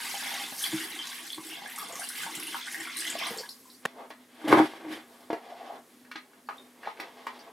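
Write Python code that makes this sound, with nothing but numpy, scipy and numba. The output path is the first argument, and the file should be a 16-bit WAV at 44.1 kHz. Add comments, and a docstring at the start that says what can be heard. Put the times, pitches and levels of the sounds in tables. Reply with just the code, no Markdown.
"""Water gurgles, sprays and splashes from a bucket onto fleece in a glass tank, then thins to drips.
The empty bucket is set down and slid away; hands knock and shuffle a plastic power strip; a small
room hums. Each bubble rings as a damped oscillator, higher the smaller it is. The bucket booms as a
cavity resonator; impact and friction excite the modes of the plastic."""
import sys
import numpy as np
from scipy import signal
from scipy.fft import rfft, irfft
from scipy.io import wavfile
from scipy.ndimage import uniform_filter1d
from numba import njit

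SR = 44100
rng = np.random.default_rng(int(sys.argv[2]) if len(sys.argv) > 2 else 0)


def log_audio(samples):
    """Write samples as a 16-bit WAV file to the path given in sys.argv[1]."""
    # one column per channel
    frames = np.atleast_2d(samples).T
    # limit to full scale, then quantise
    limited = np.clip(frames, -1, 1)
    pcm = np.round(limited * 32767).astype(np.int16)
    wavfile.write(sys.argv[1], SR, pcm)


N = 331632
TIME_S = np.arange(N) / SR
STILL_S = 3.6  # from here on drips fall into still water
TOP_HZ = 15800

# spectrum of fine spray: frequency_hz, density_db
SPRAY_SPECTRUM = [(2650, -5.5), (4500, -0.5), (6590, -8), (9390, -2.5), (12500, -3.5), (14800, -10),
                  (15700, -10.5)]
# resonances of the bucket's air and bottom: frequency_hz, width_hz, gain_db
BUCKET_MODES = [(313, 28, 13), (241, 36, -12), (139, 30, -13)]
# spectrum of the bucket's scrape and wet smack: frequency_hz, density_db
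SCRAPE_SPECTRUM = [(120, -44.5), (250, -14), (400, -3), (650, 2.5), (1250, -7.5), (1700, -11), (2300, -19),
                   (4000, -74.5)]
# modes of the hard plastic: frequency_hz, gain_db, t60_s
PLASTIC_MODES = [(448, 1, 0.11), (681, 8.5, 0.024), (864, 8, 0.04), (1065, 5, 0.031), (1240, 6.5, 0.05),
                 (1483, 1.5, 0.052), (1655, -0.5, 0.063), (1824, 0.5, 0.058), (2270, 7.5, 0.032),
                 (2740, -3.5, 0.14), (4125, 5, 0.041), (4460, -11, 0.064), (5760, -6, 0.059)]
# spectrum of rustles and ticks on the plastic: frequency_hz, density_db
RUSTLE_SPECTRUM = [(400, -56), (1000, -15), (1900, -0.5), (3500, -3.5), (5500, -11), (12000, -40),
                   (15700, -36)]


def stream():
    """Air entrainment: the falling jet drives swarms of small and large bubbles and throws off mist."""
    # course of the pour: time_s, gurgle_db, deep_relative_db, spray_relative_db
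    pour = [(0, -38, -10, -2), (0.42, -37.5, -12, -4.5), (0.56, -48, -3.5, 5.5), (0.64, -40, -8.5, 0.5),
            (0.69, -45, -5, 0), (0.78, -39.5, -11, -2), (0.9, -45, -10.5, -2.5), (1.06, -38.5, -10, -6),
            (1.26, -48, -9.5, -0.5), (1.5, -48, -5.5, 3), (1.62, -42.5, -7.5, -8.5),
            (1.7, -44.5, -9.5, -6.5), (1.82, -43, -2.5, -7), (2.13, -46.5, -11.5, -1.5),
            (2.24, -41, -9, -4.5), (2.4, -46, -7, -7.5), (2.55, -41.5, -8, -2), (2.62, -43, -19.5, -7.5),
            (2.74, -45.5, -8, -3.5), (2.9, -42.5, -14.5, -4), (3.08, -36.5, -10, -2),
            (3.17, -40.5, -5.5, -10), (3.25, -34, -8, -8.5), (3.42, -49, -1.5, -3), (3.5, -64.5, 0, 10.5),
            (3.82, -75.5, -3, 11.5)]
    # spectrum of small bubbles: frequency_hz, density_db
    small_spectrum = [(710, -42), (1200, -3.5), (1530, -2.5), (1660, -2), (1920, 2), (2510, -1), (3350, 0),
                      (7000, -9.5), (9100, -26), (15400, -120)]
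    # spectrum of large bubbles: frequency_hz, density_db
    large_spectrum = [(60, -50), (100, -3.5), (170, -1.5), (330, -6), (560, -12.5), (760, 0), (1150, -1),
                      (1600, -7), (3000, -60)]
    gate, db, deep_db, spray_db = curves(pour)
    db = db + 2.5 * breakup() * walk(9)  # the stream sputters
    small = swarm([(800, -38)] + small_spectrum, 10000, low_hz=1295, span=4.99, patchy_db=4, wash_db=-7)
    large = swarm(large_spectrum, 2000, low_hz=180.6, span=7, patchy_db=3.5, wash_db=5)
    mist = swarm([(3000, -28)] + SPRAY_SPECTRUM, 6000, low_hz=5230, span=2.64, patchy_db=5.5, wash_db=0)
    gurgle = gate * undb(db) * (small + undb(deep_db) * large)
    return gurgle + spray(mist, flow=gate * undb(db + spray_db))


def breakup():
    """Jet instability: the stream starts even and grows patchy, on a scale of 0 to 1."""
    return np.interp(TIME_S, [0.4, 0.61], [0.22, 1])


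def swarm(spectrum, count, low_hz, span, patchy_db, wash_db):
    """Bubble resonance: smaller bubbles ring higher and die sooner; each size range comes in patches."""
    when, pitch, strength = rng.random((count, 3)).T
    hz = low_hz * span ** pitch
    size = hz * undb(12 * strength)  # equal energy per Hz before colouring
    bubbles = rings(when * N / SR, hz, 40 / hz, size, rise_s=0.001, glide=0.27)
    even = colour(unit(bubbles) + undb(wash_db) * grit(1.6), spectrum)
    bands_hz = low_hz * span ** np.linspace(0, 1, 7)
    patches = (undb(patchy_db * walk(16) * breakup()) * resonate(even, [(f, f / 3, 0)]) for f in bands_hz)
    return unit(sum(patches))


def spray(mist, flow):
    """Atomisation: mist follows the flow; each splash adds a ping, a puff and a shower of droplets."""
    # bright splashes: start_s, level_db, pitch_hz
    splashes = [(0.0478, -36, 8340), (0.0892, -35, 9700), (0.626, -25.5, 9160), (0.9517, -35, 8500),
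                (1.071, -30.5, 6200), (1.13, -46, 9500), (1.205, -38, 9000), (1.322, -37, 10500),
                (1.345, -37, 8800), (1.45, -40, 8300), (1.4686, -41, 9500), (1.675, -38, 8730),
                (1.699, -36, 12500), (1.76, -39, 7920), (1.785, -29, 11500), (1.84, -44, 9200),
                (1.8856, -38, 9260), (1.925, -32.5, 6800), (1.955, -31.5, 6270), (2.04, -31, 9500),
                (1.997, -28, 9370), (2.0887, -26.5, 9240), (2.172, -35, 10000), (2.2205, -29.5, 7500),
                (2.3523, -29.5, 7400), (2.399, -30, 10000), (2.4319, -30, 11050), (2.469, -31, 9200),
                (2.668, -34, 8400), (2.723, -32, 10600), (2.8025, -33, 7500), (2.9687, -25.5, 9200),
                (2.988, -27, 8600), (3.005, -25.5, 8180), (3.047, -35, 10500), (3.0694, -30, 6300),
                (3.1, -24.5, 7730), (3.189, -29, 5040), (3.269, -29, 9070), (3.308, -36, 12200),
                (3.3743, -31, 7300), (3.4904, -38, 10400)]
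    s, db, hz = np.transpose(splashes)
    when, size = rng.random((50, 2)).T  # small spatters at random moments
    spatter = 1 + bursts(when * STILL_S, 2 * size * undb(-2), t60_s=0.03)
    puffs = bursts(s, undb(db - 12), t60_s=0.03)
    pings = rings(s, hz, 0.0083, undb(db + 3.5), rise_s=0.00015, glide=0.043)
    delay, pitch, weakness = rng.random((len(s), 3, 22)).swapaxes(0, 1)
    droplet_s = s[:, None] + 0.045 * delay
    droplet_hz = np.minimum(hz[:, None] * (1 + 0.18 * (2 * pitch - 0.8)), TOP_HZ)
    droplet_db = db[:, None] - 1 - 11 * delay - 5.6 * weakness
    droplets = rings(droplet_s, droplet_hz, 0.0071, undb(droplet_db), rise_s=0.0004, glide=0.09)
    return mist * (flow * spatter + puffs) + pings + droplets


def single_bubbles():
    """Fragmentation: a loud bubble splits into weaker ones of nearly its pitch."""
    # large bubbles and drips: start_s, level_db, pitch_hz
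    bubbles = [(0.141, -29.5, 780), (0.225, -32, 890), (0.26, -32.5, 760), (0.316, -30, 840),
               (0.338, -28, 760), (0.398, -30, 796), (0.439, -26, 3420), (0.527, -36, 1640),
               (0.807, -37, 1880), (0.805, -26.5, 2800), (0.921, -28.5, 3900), (0.99, -26, 3170),
               (1.183, -35, 2320), (1.303, -31, 3350), (1.38, -35, 1020), (1.49, -31, 5200),
               (1.554, -32, 3360), (1.572, -37, 750), (1.62, -31, 780), (1.65, -32.5, 766),
               (1.66, -27, 1720), (1.69, -28, 1790), (1.779, -29.5, 1240), (1.81, -31, 1180),
               (1.898, -33, 637), (1.93, -36.5, 492), (1.993, -31.5, 712), (2.019, -28.5, 1500),
               (2.033, -27, 2790), (2.035, -26.5, 4630), (2.103, -30.5, 1470), (2.196, -30, 2060),
               (2.233, -26.5, 1490), (2.264, -27.5, 864), (2.426, -31, 2730), (2.472, -27, 2780),
               (2.528, -31, 3200), (2.545, -29, 900), (2.544, -21.5, 1366), (2.671, -28, 1500),
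               (2.682, -25.5, 1960), (2.745, -22.5, 1850), (2.805, -29.5, 1810), (2.872, -28, 1400),
               (2.963, -25, 3980), (2.997, -24, 4970), (3.022, -21, 1860), (3.074, -22.5, 3320),
               (3.152, -31.5, 663), (3.198, -26, 2520), (3.212, -30, 720), (3.215, -29, 2100),
               (3.224, -28, 1060), (3.241, -31, 1080), (3.263, -33, 728), (3.306, -34, 460),
               (3.366, -31.5, 464), (3.398, -35.5, 507), (3.435, -34, 1630), (3.42, -35.5, 960),
               (3.458, -37, 3220), (3.655, -49.5, 1007), (6.472, -51, 4460), (6.581, -41.5, 3650)]
    s, db, hz = np.transpose(bubbles)[:, :, None]
    delay, detune = np.hsplit(rng.random((len(s), 8)), 2)
    piece = np.arange(4)
    still = s > STILL_S  # drips into still water scatter less and ring longer
    piece_s = s + 0.016 * piece * delay
    piece_hz = hz * (1 + (0.08 - 0.053 * still) * piece * (detune - 0.4))
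    piece_db = db - (2.5 + 6.8 * still) * piece
    t60_s = 18 / hz + 0.0077 + 0.036 * still
    churn = undb(2.9 * walk(150))  # the moving surface roughens the ring
    return churn * rings(piece_s, piece_hz, t60_s, undb(piece_db), glide=0.035)


def plinks():
    """Secondary droplets: each drop throws up a few more, higher and weaker than the first."""
    # wet ticks: start_s, level_db, lowest_pitch_hz
    drops = [(0.639, -18.5, 3230), (0.647, -23.5, 4330), (1.33, -27, 3370), (3.385, -23, 4420),
             (3.49, -28.5, 4060), (3.7, -40.5, 3880), (3.745, -45, 4360), (7.392, -40.5, 4430)]
    s, db, hz = np.transpose(drops)[:, :, None]
    secondary = np.arange(8) > 0
    delay, pitch = rng.random((len(s), 2, 8)).swapaxes(0, 1) * secondary
    size = undb(db - 8.4 * pitch - 5.1 * delay)
    return rings(s + 0.025 * delay ** 2, hz * (1 + 0.363 * pitch), 0.015, size, rise_s=0.00079, glide=0.12)


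def slaps():
    """Impulse response: water strikes the bucket with a wet smack and rings its air and bottom."""
    # slaps of water: start_s, level_db, pitch_hz, rise_s, t60_s, smack_relative_db
    impacts = [(0.522, -35.5, 260, .003, .06, -4), (0.727, -13.5, 318, .022, 0.12, -25),
               (1.378, -30.5, 324, 0.0073, 0.1, -11), (1.984, -46, 262, .009, .14, -9),
               (2.359, -36, 317, 0.011, 0.18, -14), (2.798, -39, 330, 0.0082, 0.12, -5),
               (3.309, -24, 204, 0.0067, 0.026, -14)]
    bottom_hz = BUCKET_MODES[2][0]
    boom = sum(rings(s, [hz, 204, bottom_hz], t60_s, undb([db, db - 11.5, db - 12]), rise_s)
               for s, db, hz, rise_s, t60_s, _ in impacts)
    s, db, *_, smack_db = np.transpose(impacts)
    smack = bursts(s, undb(db + smack_db), t60_s=0.05) * unit(colour(grit(1.8), SCRAPE_SPECTRUM))
    return boom + smack


def slosh():
    """Cavity resonance: the air in the bucket narrows the noise of surging water to a low band."""
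    # surges of water: start_s, hold_s, level_db
    surges = [(0.434, 0.015, -52), (0.766, 0.086, -47), (0.941, .01, -49), (1.23, .01, -54.5),
              (1.4, 0.095, -48.5), (2.3, 0.14, -46.5), (2.51, 0.0091, -52), (2.792, 0.018, -47.5),
              (2.995, 0.17, -53.5), (3.327, .02, -56)]
    envelope = swells(*np.transpose(surges), rise_db_per_s=402, fall_db_per_s=164)
    cavity = resonate(resonate(grit(1.4), [(321, 90, 0)]), [(311, 53, 0)])
    return envelope * unit(cavity) * undb(4 * walk(30))


def rim_bumps():
    """Impact and damping: the bucket clicks, thuds and booms on the table until it rests flat."""
    # contacts of the rim: start_s, level_db, click_hz, boom_relative_db, thud_relative_db
    bumps = [(4.416, -32, 1450, -13, -21.5), (4.442, -26.5, 904, -0.5, -15.5),
             (4.484, -15.5, 1510, -10.5, -16), (4.5268, 9, 1107, -21, -10), (4.547, -11, 725, -19, -22),
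             (4.574, -10.5, 900, 0.5, -19.5), (4.588, -4.5, 750, -15.5, -16.5), (4.599, -13, 695, 5, -14),
             (4.736, -21, 880, -30, -25)]
    rest_s, damping_db_per_s = 4.64, 500
    s, db, hz, boom_db, thud_db = np.transpose(bumps)
    click = rings(s, hz, 0.0054, undb(db), rise_s=0.00053)
    overtone = rings(s, 1.95 * hz, 0.007, undb(db - 14), rise_s=0.00032)
    boom = rings(s, BUCKET_MODES[0][0], 0.16, undb(db + boom_db), rise_s=0.0026)
    damping = undb(-damping_db_per_s * np.maximum(TIME_S - rest_s, 0))
    thud = rings(s + 0.00077, 380, 0.014, undb(db + thud_db), rise_s=0.0012)
    return click + overtone + damping * boom + thud


def bucket_slide():
    """Stick-slip friction: dragging the bucket drives its boom and a gritty scrape."""
    # course of the slide: time_s, boom_db, scrape_relative_db, grit_relative_db
    slide = [(4.3, -71.5, 6, 8), (4.38, -65, 9, 6.5), (4.43, -54, 8.5, 1.5), (4.452, -34, -3, -9.5),
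             (4.474, -34, -2.5, -20), (4.481, -26.5, -3.5, -7), (4.535, -18.5, -2.5, -17.5),
             (4.565, -19, -5, -18.5), (4.605, -22.5, 0, -19.5), (4.641, -27, -9.5, -14.5),
             (4.7, -52, 3, 2.5), (4.8, -51, 0.5, -6), (4.858, -43, -3.5, -17), (4.928, -38, -8.5, -4),
             (4.986, -49, -2.5, -6), (5.05, -72, 9, 5)]
    # spectrum of the grit: frequency_hz, density_db
    grit_spectrum = [(400, -58.5), (900, -31), (1550, -9), (2200, -9), (3200, -8.5), (7000, -24),
                     (11700, -22.5), (15700, -38.5)]
    gate, db, scrape_db, grit_db = curves(slide)
    boom = unit(resonate(resonate(grit(1.7), BUCKET_MODES), [(285, 280, 0.0046), (143, 43, 0.0059)]))
    slips = grit(2.0) * undb(2.54 * walk(60))
    scrape = undb(scrape_db) * unit(colour(slips, SCRAPE_SPECTRUM))
    grains = undb(grit_db) * unit(colour(slips, grit_spectrum))
    return gate * undb(db) * (boom + scrape + grains)


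def hands():
    """Friction noise: skin and cable rub and rustle on the strip; a hollow part resonates as it drags."""
    # strokes of the hands: start_s, hold_s, level_db, rustle_relative_db
    strokes = [(3.855, 0.011, -54.5, 0.5), (3.989, 0.03, -43.5, -16), (4.2, 0.047, -67, -0.5),
               (5.072, 0.36, -60.5, -6.5), (5.44, 0.22, -54, -5), (5.69, 0.07, -48.5, -12),
               (5.896, 0.12, -72, 2), (6.076, 0.03, -62, -13), (6.233, 0.15, -65.5, -6.5),
               (6.555, .01, -55, -8), (6.617, 0.17, -65.5, -6), (6.865, 0.0076, -44.5, -5.5),
               (6.992, 0.08, -49.5, -7.5), (7.121, 0.17, -55.5, -4), (7.34, 0.096, -53.5, -4.5),
               (7.477, 0.016, -52.5, -13)]
    # spectrum of the dull rub: frequency_hz, density_db
    rub_spectrum = [(100, -52), (200, -6), (450, 3.5), (700, 3), (1200, -3), (1800, -15.5), (5000, -60)]
    # course of the drag over the table: time_s, level_db
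    drag_levels = [(5.37, -53), (5.45, -54), (5.528, -39.5), (5.568, -50.5), (5.62, -43), (5.658, -49),
                   (5.695, -42), (5.76, -41.5), (5.78, -51), (5.83, -65)]
    # resonance of the hollow part: frequency_hz, width_hz, gain_db
    hollow = [(716, 147, 0)]
    friction = grit(1.63) * undb(2.4 * walk(40))
    gate, drag_db = curves(drag_levels)
    drag = gate * undb(drag_db) * unit(resonate(resonate(friction[::-1], hollow), hollow))
    ringing = resonate(friction, [(hz, 40, db) for hz, db, _ in PLASTIC_MODES])
    rub = unit(colour(friction, rub_spectrum)) + undb(-10.5) * unit(colour(ringing, rub_spectrum))
    rustle = unit(colour(friction, RUSTLE_SPECTRUM))
    s, hold_s, db, rustle_db = np.transpose(strokes)
    return drag + swells(s, hold_s, db) * rub + swells(s, hold_s, db + rustle_db) * rustle


def knocks():
    """Modal vibration: a blow rings the plastic's modes near its centre, with a thud, tick and rattle."""
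    # blows on the strip: start_s, level_db, centre_hz, thud_relative_db, tick_relative_db,
    # rattle_relative_db, free_share (of the ring that the grip leaves)
    blows = [(4.103, -32, 950, -12, -13, -6, 0.37), (5.301, -23.5, 633, -1, -20, -5, 0.5),
             (5.329, -21.5, 537, -9, -32, -6.5, 0.38), (6.049, -54, 1830, -7.5, -16, -6, 0.55),
             (6.113, -34, 1850, -36, -7, -9.5, 0.84), (6.155, -33, 1750, -3.5, -5.5, -5, 0.57),
             (6.331, -51.5, 1590, -10.5, -15, -12, 0.44), (6.487, -27.5, 1010, -32, -28.5, -7, 0.52),
             (6.831, -37, 1500, -33, -17, -6, 0.35), (6.853, -41.5, 1980, -30, -15, -12, 0.6),
             (6.871, -31, 850, -38, -31, -10, 1), (6.971, -47, 2200, -12, -16, -16, .4),
             (6.998, -27, 1840, -12, -11.5, -12.5, 0.39), (7.266, -30, 1020, -20, -10, -3.5, 0.64)]
    s, db, centre_hz, thud_db, tick_db, rattle_db, free = np.transpose(blows)[:, :, None]
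    hz, mode_db, t60_s = np.transpose(PLASTIC_MODES)
    uneven, detune, delay = rng.standard_normal((len(s), len(hz), 3)).transpose(2, 0, 1)
    octaves_off = np.abs(np.log2(hz / centre_hz))
    ring_db = db + mode_db - 12 * octaves_off + 2.2 * uneven
    ring_s = s + 0.001504 * np.abs(delay)  # an unclean contact staggers the modes
    ring_hz = hz * (1 + 0.064 * (1 - free) * detune)
    body = rings(ring_s, ring_hz, t60_s * np.clip(free, 0.2, 1), undb(ring_db), rise_s=0.0016)
    thud = rings(s, BUCKET_MODES[0][0], 0.088, undb(db + thud_db), rise_s=0.0023)
    tick_envelope = bursts(s[:, 0] + 0.0029, undb(db + tick_db)[:, 0], t60_s=0.062)
    tick = tick_envelope * unit(colour(grit(0.94), RUSTLE_SPECTRUM))
    loose_db = db + rattle_db - 3.5 - 10 * octaves_off + 1.6 * uneven
    return body + thud + tick + rattle(s[:, 0] + 0.0012, hz, loose_db)


def rattle(start_s, modes_hz, levels_db):
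    """Forced vibration: chattering loose parts keep the modes sounding after each blow."""
    chatter, width_hz, out = grit(2.54), 190, 0
    for hz, db in zip(modes_hz, levels_db.T):
        mode = [(hz, width_hz, 0)]
        out = out + unit(resonate(resonate(chatter, mode), mode)) * bursts(start_s, undb(db), t60_s=0.16)
    return out


def ticks():
    """Amplitude modulation: treble noise is shaped into the snaps and faint hisses of handling."""
    # fine bright snaps: start_s, level_db
    snaps = [(4.098, -52), (4.3448, -59), (4.4192, -54), (4.484, -42), (5.205, -57), (5.8649, -65),
             (6.1128, -52), (6.4884, -59), (6.5708, -55), (6.678, -70), (6.8307, -61), (7.001, -45),
             (7.2672, -48), (7.3894, -57)]
    # faint hisses: start_s, hold_s, level_db
    hisses = [(5.095, 0.27, -67.5), (5.9, .15, -69)]
    s, db = np.transpose(snaps)
    envelope = bursts(s, undb(db), t60_s=0.042) + swells(*np.transpose(hisses))
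    return envelope * unit(colour(grit(2.0), [(3000, -27.5)] + SPRAY_SPECTRUM))


def crackle():
    """Gated noise: one short dry burst with hard edges and no tail."""
    # spectrum of the burst: frequency_hz, density_db
    spectrum = [(35, -1), (70, -6), (150, 4.5), (853, -5.5), (1080, 1.5), (1800, 3), (2120, -15),
                (3070, -5), (4780, -25), (5370, -18), (11100, -22), (15700, -38)]
    gate = (TIME_S > 3.853) & (TIME_S < 3.8607)
    return gate * undb(-23) * unit(colour(rng.standard_normal(N), spectrum))


def motor_hum():
    """Rotational tone: a motor wavers in pitch and level, blurred by its own narrow-band rumble."""
    hum_hz, hum_db = 248, -64
    cycles = np.cumsum(hum_hz + 2.79 * walk(5.2)) / SR
    tone = np.sqrt(2) * undb(2.8 * walk(11)) * np.sin(2 * np.pi * cycles)
    rumble = undb(-1) * unit(resonate(rng.standard_normal(N), [(hum_hz, 22, 0)]))
    return undb(hum_db) * (tone + rumble)


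def room_tone():
    """Ambient noise: a broadband floor whose level drifts slightly."""
    # spectrum of the room's background: frequency_hz, density_db
    spectrum = [(40, -56.5), (85, -20.5), (130, -25), (190, -27), (280, -14), (460, -15.5), (640, -24),
                (930, -27), (1870, -24), (2350, -29), (5090, -31.5), (11900, -29), (15700, -40)]
    return undb(-61.5 + 1.2 * walk(4)) * unit(colour(rng.standard_normal(N), spectrum))


def echoes(direct):
    """Reverberation: convolution with a diffuse tail of unit energy, each octave with its own decay."""
    # reverberation times: frequency_hz, t60_s
    decay_times = [(150, 0.075), (1000, 0.18), (4000, 0.22), (12000, 0.087)]
    hz, t60_s = np.transpose(decay_times)
    t, tail = np.arange(SR // 2) / SR, 0
    for f in 125 * 2. ** np.arange(8):
        decay = 10 ** (-3 * t / np.interp(np.log(f), np.log(hz), t60_s))
        band = resonate(rng.standard_normal(len(t)), [(f, f * 0.7, 0)]) * decay * np.minimum(t / 0.0013, 1)
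        energy = f * min(f / 700, 1) ** 4  # the nearby bass arrives mostly direct
        tail = tail + band * np.sqrt(energy / np.sum(band ** 2))
    return signal.fftconvolve(direct, tail / np.sqrt(np.sum(tail ** 2)))[:N]


def undb(db):
    """Amplitude ratio of a level in decibels."""
    return 10 ** (np.asarray(db) / 20)


def unit(x):
    """Normalisation to an RMS of 1."""
    return x / np.sqrt(np.mean(x ** 2))


def curves(table):
    """Linear interpolation: a gate that closes just outside the table, then its columns over time."""
    s, *columns = np.transpose(table)
    gate = np.clip(np.minimum(TIME_S - s[0] + 0.02, s[-1] + 0.02 - TIME_S) / 0.02, 0, 1)
    return [gate] + [np.interp(TIME_S, s, column) for column in columns]


def colour(x, spectrum):
    """Spectral shaping by (frequency_hz, gain_db) points."""
    hz, db = np.transpose(spectrum)
    f = np.arange(len(x) // 2 + 1) * SR / len(x)
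    return irfft(rfft(x) * undb(np.interp(np.log(f + 1), np.log(hz), db)), len(x))


def resonate(x, peaks):
    """Parallel resonators, each given as (frequency_hz, width_hz, gain_db)."""
    return sum(undb(db) * signal.lfilter(*signal.iirpeak(hz, hz / width, SR), x) for hz, width, db in peaks)


@njit
def damped_sines(start, hz, t60_s, size, rise_s, glide):
    """Damped oscillators that swell, then decay while the pitch climbs by the share glide."""
    out = np.zeros(N)
    for k in range(len(start)):
        life = int(t60_s[k] * SR)
        phase = 0.
        for i in range(min(life, N - start[k])):
            attack = min(i / (rise_s * SR), 1.)
            out[start[k] + i] += size[k] * np.sin(phase) * 10 ** (-3 * i / life) * attack
            phase += 2 * np.pi * hz[k] * (1 + glide * i / life) / SR
    return out


def rings(start_s, hz, t60_s, size, rise_s=0.0008, glide=0.):
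    """Superposition of damped sines, one for each element of the broadcast arguments."""
    start_s, hz, t60_s, size = (1. * a.ravel() for a in np.broadcast_arrays(start_s, hz, t60_s, size))
    return damped_sines((start_s * SR).astype(np.int64), hz, t60_s, size, rise_s, glide)


def walk(rate_hz):
    """Slow random modulation: levels of spread near 1, joined by ramps."""
    step = int(SR / rate_hz)
    return uniform_filter1d(np.repeat(rng.standard_normal(N // step + 1), step), step)[:N]


def grit(scatter_db):
    """Heavy-tailed noise: dense clicks of very uneven size."""
    return rng.standard_normal(N) * undb(scatter_db * rng.exponential(size=N))


def bursts(start_s, size, t60_s):
    """Exponential decay: an envelope that jumps at each event and dies away."""
    kicks = np.zeros(N)
    np.add.at(kicks, (start_s * SR).astype(int), size)
    return signal.lfilter([1], [1, -10 ** (-3 / (t60_s * SR))], kicks)


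def swells(start_s, hold_s, db, rise_db_per_s=303, fall_db_per_s=240):
    """Exponential growth and decay: summed envelopes that reach db at start_s, hold and fall."""
    t = np.arange(0, N + 64, 64)[:, None] / SR
    before_db = rise_db_per_s * np.maximum(start_s - t, 0)
    after_db = fall_db_per_s * np.maximum(t - start_s - hold_s, 0)
    return np.interp(TIME_S, t[:, 0], undb(db - before_db - after_db).sum(axis=1))


def scene():
    """Mid-side stereo: two close capsules share the direct sound and differ mainly in the echoes."""
    # gain of the diffuse side signal: frequency_hz, gain_db
    width = [(60, -30), (110, -32), (200, -40), (380, -20), (700, -15), (1290, -8.5), (2380, -8.5),
             (4400, -8.5), (8120, -20), (15000, -1.5)]
    # low mids that the left capsule hears a little more: frequency_hz, width_hz, gain_db
    left_bias = [(895, 550, -21.5)]
    water = stream() + single_bubbles() + plinks()
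    bucket = slaps() + slosh() + rim_bumps() + bucket_slide()
    direct = water + bucket + hands() + knocks() + ticks()
    hum, ambience = motor_hum(), room_tone()
    echo_gain = undb(-2.5)
    mid = (direct + echo_gain * echoes(direct)) / np.sqrt(1 + echo_gain ** 2)
    shifting = np.sqrt(2) * np.cos(1.71 * walk(25))  # the echoes shift as things move
    side = colour(shifting * echoes(direct) + ambience[::-1], width) + resonate(mid, left_bias)
    mid = mid + hum + ambience + crackle()
    return np.array([mid + side, mid - side])


def record(dry):
    """Band limiting: the small microphone drops the deep bass; the recorder cuts the top."""
    thin = signal.sosfilt(signal.butter(3, 105, "high", fs=SR, output="sos"), dry)
    return signal.sosfilt(signal.ellip(12, .3, 90, TOP_HZ, fs=SR, output="sos"), thin)


dry = scene()
out = record(dry)
log_audio(out)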